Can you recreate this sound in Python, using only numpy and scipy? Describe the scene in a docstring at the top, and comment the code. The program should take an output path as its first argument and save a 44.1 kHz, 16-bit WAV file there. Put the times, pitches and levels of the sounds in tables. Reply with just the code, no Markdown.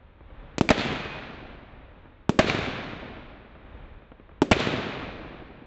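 """Faint pops over a low night rumble, then a roman candle fires three loud shots in a field.
Each shot is a thump from the tube, then the crack of the shell bursting overhead. The blasts overload
the microphone, slap back from buildings and roll away through the trees. A shred of casing whistles
after the first shot, and burning stars (the glowing pellets) pop faintly in between."""
import sys
import numpy as np
from scipy import signal
from scipy.fft import rfft, irfft, next_fast_len
from scipy.io import wavfile
from scipy.ndimage import map_coordinates

SR = 44100
rng = np.random.default_rng(int(sys.argv[2]) if len(sys.argv) > 2 else 0)


def waveform_to_disk(signal):
    """Save audio, clipped to [-1, 1], as 16-bit WAV at the path in sys.argv[1]."""
    frames = np.transpose(np.atleast_2d(signal))
    scaled = np.clip(frames, -1, 1) * 32767
    samples = np.round(scaled).astype(np.int16)
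    wavfile.write(sys.argv[1], SR, samples)


N = 249606

# Shells bursting: start_s, level_db, push_ms, bass_cut_hz, tear_db, ring_hz, ring_db,
# then their echo in the trees: roll_db, roll_bass_db, roll_length_factor, leaves_db
SHELL_BURSTS = [(0.7035, 8, 0.83, 40, -7, 586, -11, -26, -2, 0.98, -10),
                (2.3898, 11.5, 0.53, 55, -10.5, 632.5, -10.5, -24.5, -0.5, 1, -14),
                (4.5133, 9.5, 1.83, 200, -7, 544, -20, -24, 0.5, 1.004, -15)]
# Launch charges (two in the first shot): start_s, level_db, push_ms, clatter_db, tube_db, hiss_db
LAUNCHES = [(0.5825, -10.5, 4.6, -16, -40.5, -26.5), (0.6103, 10.5, 1.3, -32.5, -24, -29),
            (2.2938, 7.5, 1.08, -24.5, -18, -30.5), (4.419, 9.5, 1.05, -21.5, -13.5, -26.5)]
# The tube's own notes: pitch_hz, level_db
TUBE_NOTES = [(385, 3.5), (625, 0), (850, -4)]
# Small, hard cracks: start_s, level_db, ring_hz, fade_s (every fade_s is the time to fall by 60 dB)
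SMALL_CRACKS = [(0.6903, -5, 2360, 0.012), (0.841, -29, 2300, 0.012), (2.4987, -11, 2300, 0.012),
                (2.662, -23, 2290, 0.014), (4.5295, -8, 2460, 0.0077)]
# Echoes from buildings: start_s, level_db, push_ms, treble_cut_hz, ring_db
WALL_ECHOES = [(0.7563, -27, .6, 1500, 4), (0.7797, -15.5, 1.3, 5960, -17), (0.7964, -23.5, 1.2, 2500, -2),
               (.852, -19, 1.5, 5000, -11), (.86, -14, 2.3, 2000, -16), (0.928, -25.5, 1, 1500, 1.5),
               (2.4445, -15.5, .6, 700.5, -1), (2.483, -13.5, 0.9, 2500, -4),
               (2.4984, -10.5, 1.8, 6000, -21), (2.5487, -11.5, 1.4, 900, -13),
               (2.589, -16, 1.7, 5000, -10), (4.566, -13.5, 0.66, 700, -3.5), (4.603, -15.5, .8, 2500, 2),
               (4.672, -5.5, 0.99, 700, -15), (4.688, -13, 0.77, 700, -8.5), (4.7387, -18.5, 1.1, 700, -5)]
# How long each pitch lasts among the trees: pitch_hz, fade_s
TREE_FADES = [(60, 1.84), (250, 2.72), (1000, 2.43), (2500, 2.027), (4500, 1.56), (8000, 0.87)]
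# The clearest pops of burning stars: start_s, level_db
STAR_POPS = [(0.207, -44), (.303, -39), (2.056, -43), (3.552, -38.5), (4.02, -42), (4.118, -38.5),
             (4.198, -44), (4.291, -43), (4.314, -42), (5.028, -31)]
# Pitches at which the camera body rings: pitch_hz, width_hz, boost_db
BODY_RESONANCES = [(240, 180, 2.5), (621, 35, 2), (1770, 140, 0), (2430, 260, 2.5), (3540, 490, 1.5)]

# The tone of each noise, from bass to treble: pitch_hz, level_db
TEAR_TONE = [(40, -11.5), (120, 0.5), (260, -3.5), (430, -2), (660, 0), (1100, -14.5), (1500, -6.5),
             (2400, -11), (3300, -20.5), (5500, -26.5), (8000, -40)]  # a shell's case tearing
CLATTER_TONE = [(60, -20.5), (250, 11), (600, 4.5), (1100, -10), (3000, -29.5), (8000, -53.5)]  # the ground around the tube
DULL_ECHO_TONE = [(60, -27.5), (200, -2), (330, 2), (520, -6), (800, -17.5), (1500, -21), (3000, -25.5),
                  (8000, -36.5)]  # the hollow echo of a launch
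HISS_TONE = [(500, -19.5), (2500, 10), (7500, 1.5), (9000, -43)]  # a brief bright hiss with each launch thump
TREE_TONE = [(24, -31), (40, -13.5), (122, -0.5), (194, -6), (254, -5.5), (332, -7), (708, -9),
             (945, -12.5), (1080, -11.5), (1800, -11.5), (2360, -12.5), (3930, -16.5), (5200, -27.5),
             (6560, -29), (7670, -34.5), (8200, -77.5), (10700, -91.5), (18000, -120)]  # echoes from trunks and branches
LEAF_TONE = [(800, -27), (2500, 7), (4200, 18), (5000, 5.5), (6200, -19), (8000, -41)]  # echoes from the nearest leaves
POP_TONE = [(60, 5), (250, 15.5), (1200, 5), (2600, -6), (4000, -16.5), (8000, -56)]  # a burning star
NIGHT_TONE = [(12, -27), (20, -0.5), (55, 2), (160, -14.5), (376, -19.5), (575, -18), (703, -25.5),
              (758, -21), (1780, -25.5), (2020, -28), (3770, -37.5), (4970, -58.5), (7060, -69.5),
              (8000, -74), (10400, -99), (17600, -120)]  # the open air


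def shell_bursts(ground_delay_s=0.0036, ground_db=1.0):
    """A shell's shock arrives directly and off the ground, with a hollow ring and its case tearing."""
    out, t = np.zeros(N), np.arange(SR // 4) / SR
    rise = 1 - np.exp(-t / 0.002)
    for start_s, level_db, push_ms, bass_cut_hz, tear_db, ring_hz, ring_db, *_ in SHELL_BURSTS:
        shock = amp(level_db) * blast(t, push_ms, bass_cut_hz, treble_cut_hz=7000)
        nearby_scatter = fade(t, -40, fade_s=0.3)
        tear = (fade(t, tear_db, fade_s=0.034) + nearby_scatter) * noise(TEAR_TONE, len(t))
        ring = fade(t, ring_db, fade_s=0.041) * -np.cos(2 * np.pi * ring_hz * t)
        add(out, start_s, shock + amp(level_db) * rise * (tear + ring))
        add(out, start_s + ground_delay_s, amp(ground_db) * shock)
    return out


def launches(clatter_peak_s=0.0044, clatter_width_s=0.005):
    """Each charge thumps and rings the tube, with a brief hiss; the ground adds clatter and an echo."""
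    out, t = np.zeros(N), np.arange(SR // 2) / SR
    rise = 1 - np.exp(-t / 0.0023)
    notes = sum(amp(db) * -np.cos(2 * np.pi * hz * t) for hz, db in TUBE_NOTES)
    clatter_shape = np.exp(-np.abs(t - clatter_peak_s) / clatter_width_s)
    for start_s, level_db, push_ms, clatter_db, tube_db, hiss_db in LAUNCHES:
        shock = blast(t, push_ms, bass_cut_hz=182, treble_cut_hz=8000)
        clatter = amp(clatter_db) * clatter_shape * noise(CLATTER_TONE, len(t))
        echo = fade(t, -43, fade_s=0.59) * noise(DULL_ECHO_TONE, len(t))
        tube = fade(t, tube_db, fade_s=0.017) * notes
        hiss = fade(t, hiss_db, fade_s=0.04) * noise(HISS_TONE, len(t))
        add(out, start_s, amp(level_db) * (shock + rise * (clatter + tube + echo)) + hiss)
    return out


def small_cracks(ring_db=-2, spray_db=-14):
    """Tiny charges go off with a very short shock, a bright ring and a spray of noise."""
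    out, t = np.zeros(N), np.arange(SR // 8) / SR
    shock = blast(t, push_ms=0.067, bass_cut_hz=197, treble_cut_hz=3000)
    for start_s, level_db, ring_hz, fade_s in SMALL_CRACKS:
        smear = 0.54 * wobble(900, len(t))
        ring = fade(t, ring_db, fade_s) * -np.sin(2 * np.pi * ring_hz * t + smear)
        spray = fade(t, spray_db, fade_s=0.045) * noise(TREE_TONE, len(t))
        add(out, start_s, amp(level_db) * (shock + ring + spray))
    return out


def wall_echoes(ring_hz=390):
    """Walls throw the blasts back as separate thuds, dulled on the way and smeared into a hollow ring."""
    out, t = np.zeros(N), np.arange(SR // 8) / SR
    for start_s, level_db, push_ms, treble_cut_hz, ring_db in WALL_ECHOES:
        thud = blast(t, push_ms, bass_cut_hz=131, treble_cut_hz=treble_cut_hz)
        smear = 0.91 * wobble(300, len(t))
        ring = fade(t, ring_db, fade_s=0.021) * -np.sin(2 * np.pi * ring_hz * t + smear)
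        add(out, start_s, amp(level_db) * (thud + ring))
    return out


def tree_echoes(edge_s=0.078, edge_width_s=0.0087, boom_hz=600, leaves_s=0.096, leaves_width_s=0.03):
    """Countless echoes from trunks and branches swell at the wood's edge, then die away, treble first."""
    out, t = np.zeros(N), np.arange(5 * SR // 2) / SR
    in_wood = (1 + np.tanh((t - edge_s) / edge_width_s)) / 2
    swell_db = -6 * (1 - in_wood) + 2 * np.exp(-t / 0.037)
    shape = amp(swell_db) * (1 - np.exp(-t / 0.0014))
    bass_share = lambda hz: 1 / (1 + (hz / boom_hz) ** 4)
    for start_s, *_, roll_db, bass_db, length_factor, leaves_db in SHELL_BURSTS:
        # Twigs return an even wash of treble; large surfaces return the bass in clumps.
        wash = roughen(rng.standard_normal(len(t)), depth_db=0.94, per_s=400)
        wash = filtered(wash, lambda hz: np.sqrt(1 - bass_share(hz)))
        booms = amp(bass_db) * roughen(rng.standard_normal(len(t)), depth_db=2.5, per_s=89.73)
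        booms = filtered(booms, lambda hz: np.sqrt(bass_share(hz)))
        echoes = with_tone(wash + booms, TREE_TONE)
        # Split the echoes into pitch bands so that each can fade at its own speed.
        band_hz, age_s, bands = signal.stft(echoes, SR, nperseg=512)
        fade_s = length_factor * look_up(TREE_FADES, band_hz)[:, None]
        tail = signal.istft(bands * fade(age_s, 0, fade_s), SR)[1][:len(t)]
        # The nearest leaves answer with a bright, sizzling splash.
        sizzle = roughen(noise(LEAF_TONE, len(t)), depth_db=3, per_s=500)
        splash = amp(leaves_db) * np.exp(-((t - leaves_s) / leaves_width_s) ** 2) * sizzle
        add(out, start_s, amp(roll_db) * (shape * tail + splash))
    return out


def shred_whistle(peak_s=1.165, peak_hz=2478, peak_db=-47.5, fall_hz_per_s=330):
    """A flying shred of casing whistles faintly: it swells, drops in pitch as it slows and dies fast."""
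    t = np.arange(N) / SR - peak_s
    pitch_hz = peak_hz - fall_hz_per_s * t + 11 * wobble(120, N)
    swell_db = np.minimum(38 * t, -400 * t)  # slowly up to the peak, quickly down after it
    level_db = peak_db + swell_db + 2 * wobble(50, N)
    after_first_burst = np.arange(N) / SR > SHELL_BURSTS[0][0]
    return after_first_burst * amp(level_db) * np.sqrt(2) * np.sin(2 * np.pi * np.cumsum(pitch_hz) / SR)


def star_pops(faint_per_s=1.3, air_cut_hz=3200):
    """Burning stars pop, each with a short echo and dulled by the air; fainter ones come at random."""
    out, t = np.zeros(N), np.arange(SR // 4) / SR
    shape = fade(t, -2, fade_s=0.027) + fade(t, -19, fade_s=0.21)  # the pop and its echo
    chance = rng.random(size=(40, 2))
    faint_start_s = np.cumsum(-np.log(chance[:, 0])) / faint_per_s
    faint_db = -49 - chance[:, 1]
    for start_s, level_db in STAR_POPS + list(zip(faint_start_s, faint_db)):
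        add(out, start_s, amp(level_db) * shape * noise(POP_TONE, len(t)))
    return signal.sosfilt(signal.butter(6, air_cut_hz, fs=SR, output="sos"), out)


def night_air(level_db=-49.0, drift_db=2.5):
    """The open air rumbles softly, its level drifting up and down."""
    return amp(level_db + drift_db * wobble(4.826, N)) * noise(NIGHT_TONE, N)


def blast(t, push_ms, bass_cut_hz, treble_cut_hz):
    """A sudden push of air, then suction; a small microphone flips the wave and thins its bass."""
    progress = t * 1000 / push_ms  # the push turns to suction at 1
    pressure = (progress - 1) * np.exp(-progress)
    thinned = signal.lfilter(*signal.butter(2, bass_cut_hz, "high", fs=SR), pressure)
    return signal.lfilter(*signal.butter(1, treble_cut_hz, fs=SR), thinned)


def amp(db):
    """Turn decibels into a number to multiply a sound by."""
    return 10 ** (np.asarray(db) / 20)


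def fade(t, start_db, fade_s):
    """A level that begins at start_db and falls by 60 dB every fade_s seconds."""
    return amp(start_db - 60 * t / fade_s)


def unit(sound):
    """Scale a sound so that its average (rms) level is 1."""
    return sound / np.sqrt(np.mean(sound ** 2) + 1e-20)


def look_up(table, hz):
    """Read between the rows of a table of pitches and values, on a log pitch scale."""
    pitches, values = np.transpose(table)
    return np.interp(np.log(hz + 1), np.log(pitches + 1), values)


def filtered(sound, gain_at):
    """Turn each frequency in a sound up or down by gain_at(hz)."""
    size = next_fast_len(len(sound) + 8192)
    return irfft(rfft(sound, size) * gain_at(np.fft.rfftfreq(size, 1 / SR)), size)[:len(sound)]


def with_tone(sound, tone):
    """Shape a sound with a tone table and bring it to level 1."""
    return unit(filtered(sound, lambda hz: amp(look_up(tone, hz))))


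def noise(tone, size):
    """Random noise with the given tone, at level 1."""
    return with_tone(rng.standard_normal(size), tone)


def wobble(per_s, size):
    """A smooth curve through per_s random points a second."""
    return map_coordinates(rng.standard_normal(4096), [np.arange(size) * per_s / SR], mode="wrap")


def roughen(sound, depth_db, per_s):
    """Make a sound flicker at random and bring it to level 1."""
    return unit(sound * amp(depth_db * wobble(per_s, len(sound))))


def add(track, start_s, sound):
    """Mix a sound into the track at start_s."""
    part = track[round(start_s * SR):][:len(sound)]
    part += sound[:len(part)]


def scene():
    """Everything that reaches the one microphone."""
    shots = launches() + shell_bursts() + small_cracks()
    echoes = wall_echoes() + tree_echoes()
    return (shots + echoes + shred_whistle() + star_pops() + night_air())[None]


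def record(dry, ceiling=0.3, hardness=10, top_hz=7950):
    """The microphone flattens loud peaks, the camera body colours the sound and high treble is cut."""
    clipped = dry[0] / (1 + np.abs(dry[0] / ceiling) ** hardness) ** (1 / hardness)

    def body_gain(hz):
        """The camera body boosts the frequencies near those at which it rings."""
        return 1 + sum((amp(db) - 1) * 1j * hz * width / (pitch ** 2 - hz ** 2 + 1j * hz * width)
                       for pitch, width, db in BODY_RESONANCES)

    coloured = filtered(clipped, body_gain)
    return filtered(coloured, lambda hz: 1 / np.sqrt(1 + (hz / top_hz) ** 80))[None]


dry = scene()
out = record(dry)
waveform_to_disk(out)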